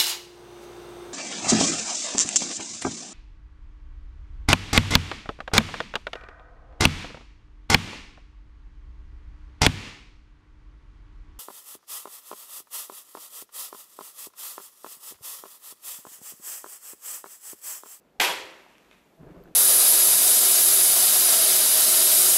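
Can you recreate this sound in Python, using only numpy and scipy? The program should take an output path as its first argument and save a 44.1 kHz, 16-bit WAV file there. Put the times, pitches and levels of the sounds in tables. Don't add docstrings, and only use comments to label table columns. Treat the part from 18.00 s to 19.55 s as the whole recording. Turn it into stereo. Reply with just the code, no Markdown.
import sys
import numpy as np
from scipy import signal
from scipy.io import wavfile

SR = 44100
rng = np.random.default_rng(int(sys.argv[2]) if len(sys.argv) > 2 else 0)


def store_pcm(level_fs):
    pcm = np.round(np.clip(level_fs, -1, 1) * 32767).astype(np.int16)
    wavfile.write(sys.argv[1], SR, np.atleast_2d(pcm).T)


def makeup_ratio(level_db):
    decades = np.asarray(level_db, float) / 20
    return 10 ** decades


N = 68355
T = np.arange(N) / SR
RUN_IN = 8000
BAND_EDGES_HZ = 22 * 2 ** np.arange(0, 9.5, .35)

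# (time [s], peak level [dB], pitch [Hz], left-right [dB])
SNAPS = [
    (.1997, -13, 2400, -1.5),
    (.2008, -12, 2400, -5.0),
    (.20214, -.1, 2750, -1.5),
    (.2033, -8.5, 2100, 0),
    (.2046, -8, 1750, -1.5),
    (.2086, -12, 2100, 3.0),
    (.2091, -10, 1900, 0),
]
# (frequency [Hz], density [dB per Hz])
BANG_COLOUR = [(150, -23), (260, -22), (360, -6), (800, -0.5), (1250, -2), (2300, 3), (6500, -7),
               (15000, -8.5)]
# (time [s], peak level [dB], pitch [Hz], left-right [dB])
ECHOES = [(0.2086, -13, 1894, -1), (0.211, -13, 3100, -15), (0.2135, -15, 2411, -14),
          (0.2153, -20, 861, -5), (0.22, -14, 1033, 2), (0.2195, -13, 3273, 3), (0.225, -15, 3014, -1),
          (0.2289, -18, 1550, -7), (0.2374, -20, 3100, 1), (0.237, -12, 2067, 9), (0.2413, -13, 1894, -6),
          (0.2471, -17, 2497, 5), (0.249, -12, 3703, -3), (0.253, -15, 2583, 3), (0.2578, -21.5, 2153, -21),
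          (0.2612, -26, 2756, 5), (0.2672, -23, 2497, -1), (0.2783, -22, 3186, -15), (0.279, -19, 775, -5),
          (0.2833, -22, 1033, -12), (0.2848, -23, 3014, 4), (0.289, -22, 1119, -14), (0.291, -22, 2239, 3),
          (0.2977, -18, 2497, 14), (0.3043, -20, 2670, 1), (0.308, -22, 2411, -11), (0.3145, -20, 1119, 2),
          (0.3153, -18, 3014, -8), (0.3213, -18, 1119, -9), (0.328, -24, 1291, 13), (0.3302, -34, 2153, -4),
          (0.3412, -24, 1291, -1)]
# (frequency [Hz], T60 [s])
TILES_T60 = [(100, 1.0), (300, 0.92), (700, 0.79), (2000, 0.74), (4000, 0.62), (8000, 0.5), (12500, .42),
             (14300, 0.36)]
# (frequency [Hz], delay [s])
FIRST_WALL = [(600, 0.00401), (2500, 0.0058), (7000, .013), (14000, .012)]
# (frequency [Hz], level [dB], T60 [s])
ROOM_MODES = [(330.3, -7, 0.82), (390.6, -6.5, .8), (521.6, -1, .8), (775, -7.5, .5), (810, -2.5, .5),
              (968, -1.5, 0.58), (1128, -1, 0.68), (1572, -1.5, 0.37), (1660, -9, .5), (1964, 2, 1),
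              (2440, -2, 0.7), (2720, -3, 0.67), (3300, 3.5, 0.55)]
# (middle time [s], peak level [dB], pitch [Hz], length
# [s])
JOLTS = [(0.21, -42.5, 181, 0.028), (0.2, -51, 38, .03), (0.22, -24.5, 797, 0.017), (0.29, -33, 960, 0.087),
         (.3, -37.5, 1100, 0.04), (0.25, -42, 385, 0.06), (0.3, -48.5, 172.5, 0.052),
         (1.211, -45, 158, 0.066), (1.193, -57.5, 650, 0.07), (1.232, -48.5, 250, 0.021),
         (.34, -65, 33, 0.062), (.262, -30.5, 2390, .06), (.315, -39, 400, .05), (.24, -30.5, 960, 0.06),
         (.305, -30, 3370, 0.037), (.385, -65.5, 95, 0.088), (.445, -59, 87, 0.026), (1.28, -49, 373, .02),
         (1.276, -55.5, 640, 0.028), (1.302, -48, 344, 0.016), (1.317, -54, 580, 0.021),
         (1.355, -50, 310, .02), (1.6, -41.5, 265, 0.012), (1.3966, -53.5, 650, 0.015),
         (1.414, -47, 390, .018), (1.471, -53.5, 340, 0.024), (1.492, -53, 317, 0.019),
         (1.511, -51.5, 500, 0.017), (1.269, -44.5, 145, 0.04), (1.281, -50, 410, 0.076),
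         (1.321, -44, 162, 0.035), (1.9, -49, 55, 0.055), (1.355, -55.5, 391.7, 0.05),
         (1.395, -49, 173, 0.062), (1.403, -48.5, 390, 0.027), (1.418, -52, 480, 0.046),
         (1.464, -50.5, 165.2, 0.038), (1.511, -51.5, 173, 0.042), (1.54, -59.5, 55, 0.048)]
# (time [s], peak level [dB], pitch [Hz], ring [cycles])
DROPS = [(0.6634, -45.5, 920, 7.8), (0.753, -45.5, 2600, 8.0), (0.7824, -51.5, 5640, 5.6),
         (.7826, -52, 11000, 3.0), (.782, -51, 1821, 6.4), (.7815, -49.5, 3020, 6.7),
         (.9115, -48, 3550, 22), (0.9126, -47, 1429, 5.2), (0.9128, -44.5, 2400, 10.9),
         (.9125, -52, 6500, 5.0), (.9155, -49, 2165, 7.46), (.9245, -53, 2220, 8.6), (.928, -53, 3610, 33),
         (.945, -59, 3800, 27), (.9378, -57, 2870, 12), (.9595, -55, 2200, 9.5), (.9965, -56, 2200, 9.4),
         (1.0417, -62, 6990, 25), (1.321, -58, 2337, 12.6), (.9385, -54.5, 2010, 5),
         (0.9664, -54, 2980, 3.5), (1.226, -60, 11030, 6.4), (1.4374, -47, 14320, 38),
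         (1.4375, -53.5, 12160, 30.0), (1.4378, -57, 4560, 8.2), (1.4555, -50, 1520, 31),
         (1.4757, -51.5, 1590, 11.3), (1.4762, -55, 2200, 8.7)]
# (time [s], level [dB])
TRICKLE = [(.2, -76), (.45, -52.5), (.65, -59), (.8, -60), (.9, -62.5), (.93, -56.5), (1.02, -66.5),
           (1.2, -71.5), (1.55, -67.5)]
# (frequency [Hz], density [dB per Hz])
WATER_COLOUR = [(300, -21), (600, -10), (1000, -2.5), (2600, -3.5), (4500, -13.5), (8000, -16),
                (13000, -22.5), (15000, -23)]
# (time [s], level [dB])
DRAG = [(1.175, -68), (1.205, -49), (1.246, -47.5), (1.268, -46), (1.374, -46), (1.402, -46),
        (1.434, -48.5), (1.502, -49.5), (1.55, -57.5)]
# (frequency [Hz], density [dB per Hz])
DRAG_COLOUR = [(25, -3), (55, -5.5), (90, -7.5), (160, -5.5), (300, -6), (600, -10.5), (900, -18),
               (1500, -21.5), (4000, -44)]
# (frequency [Hz], density [dB per Hz])
AIR_COLOUR = [(30, -17), (50, -2.5), (95, -15.5), (160, -2.5), (350, -1.5), (650, -5.5), (1100, -12),
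              (4000, -23)]
# (frequency [Hz], likeness [-1 to 1])
LIKENESS = [(30, 1.3), (130, 0.6), (290, 1.17), (640, 0.43), (1400, 0.01), (15000, 0)]
# (frequency [Hz], left-right [dB])
SIDES = [(60, -1), (240, -5), (950, -6.5), (3770, -4.5), (15000, 3)]
# (frequency [Hz], left-right [dB])
TILES_SIDES = [(60, -14), (240, -8), (950, -2), (3770, -3), (15000, 2.2)]

TEAR_START_S, TEAR_RISE_S, TEAR_END_S, TEAR_DB = .1977, 0.0016, .2048, -21
SNAP_LOW_CUT_HZ, SNAP_T60_S = 259, .0012
BURST_S = SNAPS[0][0]
AFTER_BANG_S = SNAPS[1][0]
ECHO_DB, ECHO_S = -5.5, 0.00089
TILES_DB, TILES_BUILD_S, LOW_DELAY_CYCLES = -22, 0.004, 3.0
TILES_PATCHY_DB, TILES_TOP_HZ = 1.5, 14100
BEFORE_WALL = 0.47
TAIL_LIFT_DB, LIFT_FADES_S, LIFT_FADE_S = 2.5, .14, 0.016
MODES_DB, MODE_BUILD_CYCLES, LONGEST_MODE_S = -31.5, 35, .55
DROP_ROOM_DB, DROP_ROOM_CUT_HZ, DROP_ROOM_EXTRA_DB_PER_S = -39, 8600, 65.5
NEAR_FROM_S = 1.1
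FIZZ_PER_S = 5100
AIR_DB, AIR_DUCK_DB, AIR_BACK_S = -61.5, -10, 0.33
HISS_DB, HISS_TILT, HISS_RISE_DB, HISS_LOW_HZ, HISS_TOP_HZ = -78, 0.22, 5, 2500, 14600
CUTOFF_HZ = 15600
MIC_DIP_HZ, MIC_DIP_Q, MIC_DIP_SHARE = 9110, 10, .45


def rms_one(x):
    return x / np.sqrt(np.mean(x ** 2) + 1e-20)


def in_time(rows):
    return np.interp(T, *np.transpose(rows))


def at_hz(points, hz):
    table_hz, values = np.transpose(points)
    return np.interp(np.log(hz), np.log(table_hz), values)


def filtered(sos, x):
    return signal.sosfilt(sos, x)


def left_right(db):
    return makeup_ratio(np.array([[db / 2], [-db / 2]]))


def drift(rate_hz):
    r = np.exp(-2 * np.pi * rate_hz * 40 / SR)
    slow = signal.lfilter([1], [1, -2 * r, r * r], rng.standard_normal(N // 40 + 2002))[2000:]
    return np.interp(np.arange(N) / 40, np.arange(len(slow)), rms_one(slow))


def ring(clicks, hz, t60):
    r, w = makeup_ratio(-60 / (t60 * SR)), 2 * np.pi * hz / SR
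    return signal.lfilter([0, np.sin(w)], [1, -2 * r * np.cos(w), r * r], clicks + 1e-18)


def noise():
    return rng.standard_normal((2, 2, N + RUN_IN))


def bands(white, spectrum, sides, shape):
    out = 0
    for k, (low, high) in enumerate(zip(BAND_EDGES_HZ, BAND_EDGES_HZ[1:])):
        band = signal.butter(2, [low, high], "band", fs=SR, output="sos")
        mid, side = filtered(band, white[k % 2])[:, RUN_IN:]
        hz = np.sqrt(low * high)
        alike = np.clip(at_hz(LIKENESS, hz), -1, 1)
        pair = np.sqrt(1 + alike) * mid + np.sqrt(1 - alike) * side * [[1], [-1]]
        out = out + makeup_ratio(at_hz(spectrum, hz)) * shape(hz) * pair * left_right(at_hz(sides, hz))
    return out


def burst():
    rise = np.clip((T - TEAR_START_S) / TEAR_RISE_S, 0, 1) ** 3
    end = np.exp(-np.clip(T - TEAR_END_S, 0, 1) / 0.00097)
    out = makeup_ratio(TEAR_DB) * rise * end * rms_one(bands(noise(), BANG_COLOUR, TILES_SIDES, lambda hz: 1))
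    for s, db, hz, pan_db in SNAPS:
        cycles = (T - s) * hz
        onset = (cycles / 0.2) ** 2
        decay = cycles / (hz * SNAP_T60_S) * np.log(1000)
        fade = np.exp(-np.where(cycles < 0, onset, decay))
        out -= makeup_ratio(db) * left_right(pan_db) * np.cos(2 * np.pi * cycles) * fade
    return filtered(signal.butter(5, SNAP_LOW_CUT_HZ, "high", fs=SR, output="sos"), out)


def echoes():
    out = np.zeros((2, N))
    for s, db, hz, pan_db in ECHOES[1:]:
        pan_db = np.clip(pan_db, -12, 12)
        level = makeup_ratio(db + ECHO_DB - abs(pan_db) / 4) * left_right(pan_db)
        tone = np.sin(2 * np.pi * (hz * T + rng.random((2, 1))))
        out += level * tone * np.exp(-((T - s) / ECHO_S) ** 2)
    return out


def tiles():
    def dying(hz):
        arrived = (1 + np.tanh((T - at_hz(FIRST_WALL, hz)) / 0.00102)) / 2
        wall = BEFORE_WALL + (1 - BEFORE_WALL) * arrived
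        build = 1 - np.exp(-T / (TILES_BUILD_S + LOW_DELAY_CYCLES / hz))
        return wall * build * makeup_ratio(TILES_PATCHY_DB * drift(45) - 60 * T / at_hz(TILES_T60, hz))

    tail = bands(noise(), [(80, -62)] + BANG_COLOUR, TILES_SIDES, dying)
    tail = filtered(signal.ellip(6, 1, 30, TILES_TOP_HZ, fs=SR, output="sos"), tail)
    return tail / np.sqrt(np.mean(tail[:, :SR // 20] ** 2))


def bang_tail(room):
    lift = TAIL_LIFT_DB / (1 + np.exp((T - LIFT_FADES_S) / LIFT_FADE_S))
    start = int(BURST_S * SR)
    return np.pad(makeup_ratio(TILES_DB + lift) * room, ((0, 0), (start, 0)))[:, :N]


def modes():
    since = np.clip(T - SNAPS[2][0], 0, 9)
    out = np.zeros((2, N))
    for hz, db, t60 in ROOM_MODES:
        decay = makeup_ratio(MODES_DB + db - 60 * since / min(t60, LONGEST_MODE_S + 100 / hz))
        build = 1 - np.exp(-since * hz / MODE_BUILD_CYCLES)
        phase = rng.random((2, 1)) * np.clip(hz / 1500, 0, 1)
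        out += decay * build * np.sin(2 * np.pi * (hz * since + phase))
    return out


def jolts():
    dry = np.zeros(N)
    for s, db, hz, length in JOLTS:
        swell = np.exp(-(3.5 * (T - s) / length) ** 2)
        dry += makeup_ratio(db) * np.sin(2 * np.pi * (hz * T + rng.random())) * swell
    return dry * left_right(-4.4)


def drops(room):
    dry = np.zeros(N)
    for s, db, hz, cycles in DROPS:
        start, size = int(s * SR), int(SR * (0.00045 + 1.58 / hz))
        rough = 1 + .5 * rng.standard_normal(size)
        puff = np.zeros(N)
        puff[start:start + size] = rough * np.hanning(size) * np.cos(2 * np.pi * hz * T[:size])
        one = ring(puff, hz, cycles / hz)
        dry += makeup_ratio(db) * one / np.abs(one).max()
    short_room = room * makeup_ratio(-DROP_ROOM_EXTRA_DB_PER_S * T)
    dull = filtered(signal.butter(1, DROP_ROOM_CUT_HZ, fs=SR, output="sos"), short_room)
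    in_basin = dry * (T < NEAR_FROM_S)
    wet = signal.fftconvolve(in_basin[None], dull)[:, :N]
    return dry * left_right(-3) + makeup_ratio(DROP_ROOM_DB) * wet


def trickle():
    hits = rng.random(N + RUN_IN) < FIZZ_PER_S / SR
    sizes = makeup_ratio(2.3 * np.minimum(rng.exponential(1, N + RUN_IN), 3.2))
    grains = noise() * (.5 + hits * sizes)
    water = rms_one(bands(grains, [(120, -47.0)] + WATER_COLOUR, TILES_SIDES, lambda hz: 1))
    return makeup_ratio(in_time(TRICKLE) + 1.3 * drift(6.9)) * water * (T > BURST_S)


def drag():
    lumps = makeup_ratio(1.4 * drift(40))
    body = rms_one(bands(noise(), DRAG_COLOUR + [(9000, -70)], SIDES, lambda hz: lumps))
    before = (DRAG[0][0] - .03, -90)
    return makeup_ratio(in_time([before] + DRAG) - 4.0) * body


def room_tone():
    duck = AIR_DUCK_DB * (T > AFTER_BANG_S) / (1 + np.exp((T - AIR_BACK_S) / .015))
    air = bands(noise(), AIR_COLOUR + [(12000, -41.5)], SIDES, lambda hz: makeup_ratio(1.2 * drift(12)))
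    return makeup_ratio(AIR_DB + duck) * rms_one(air)


def hiss():
    white = signal.lfilter([1, -HISS_TILT], [1], rng.standard_normal((2, N)))
    low_cut = signal.butter(1, HISS_LOW_HZ, "high", fs=SR, output="sos")
    top_cut = signal.ellip(8, .5, 50, HISS_TOP_HZ, fs=SR, output="sos")
    level = makeup_ratio(HISS_DB + HISS_RISE_DB * (T > AFTER_BANG_S))
    return level * rms_one(filtered(top_cut, filtered(low_cut, white)))


def scene():
    room = tiles()
    bang = burst() + echoes() + bang_tail(room) + modes()
    water = drops(room) + trickle()
    return bang + jolts() + water + drag() + room_tone() + hiss()


def band_limit(x):
    return signal.sosfilt(signal.butter(12, 15600, fs=SR, output="sos"), x)


def record(dry):
    cut = filtered(signal.cheby2(10, 50, CUTOFF_HZ, fs=SR, output="sos"), dry)
    peak = signal.lfilter(*signal.iirpeak(MIC_DIP_HZ, MIC_DIP_Q, SR), cut)
    return band_limit(cut - MIC_DIP_SHARE * peak)


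dry = scene()
out = record(dry)
store_pcm(out)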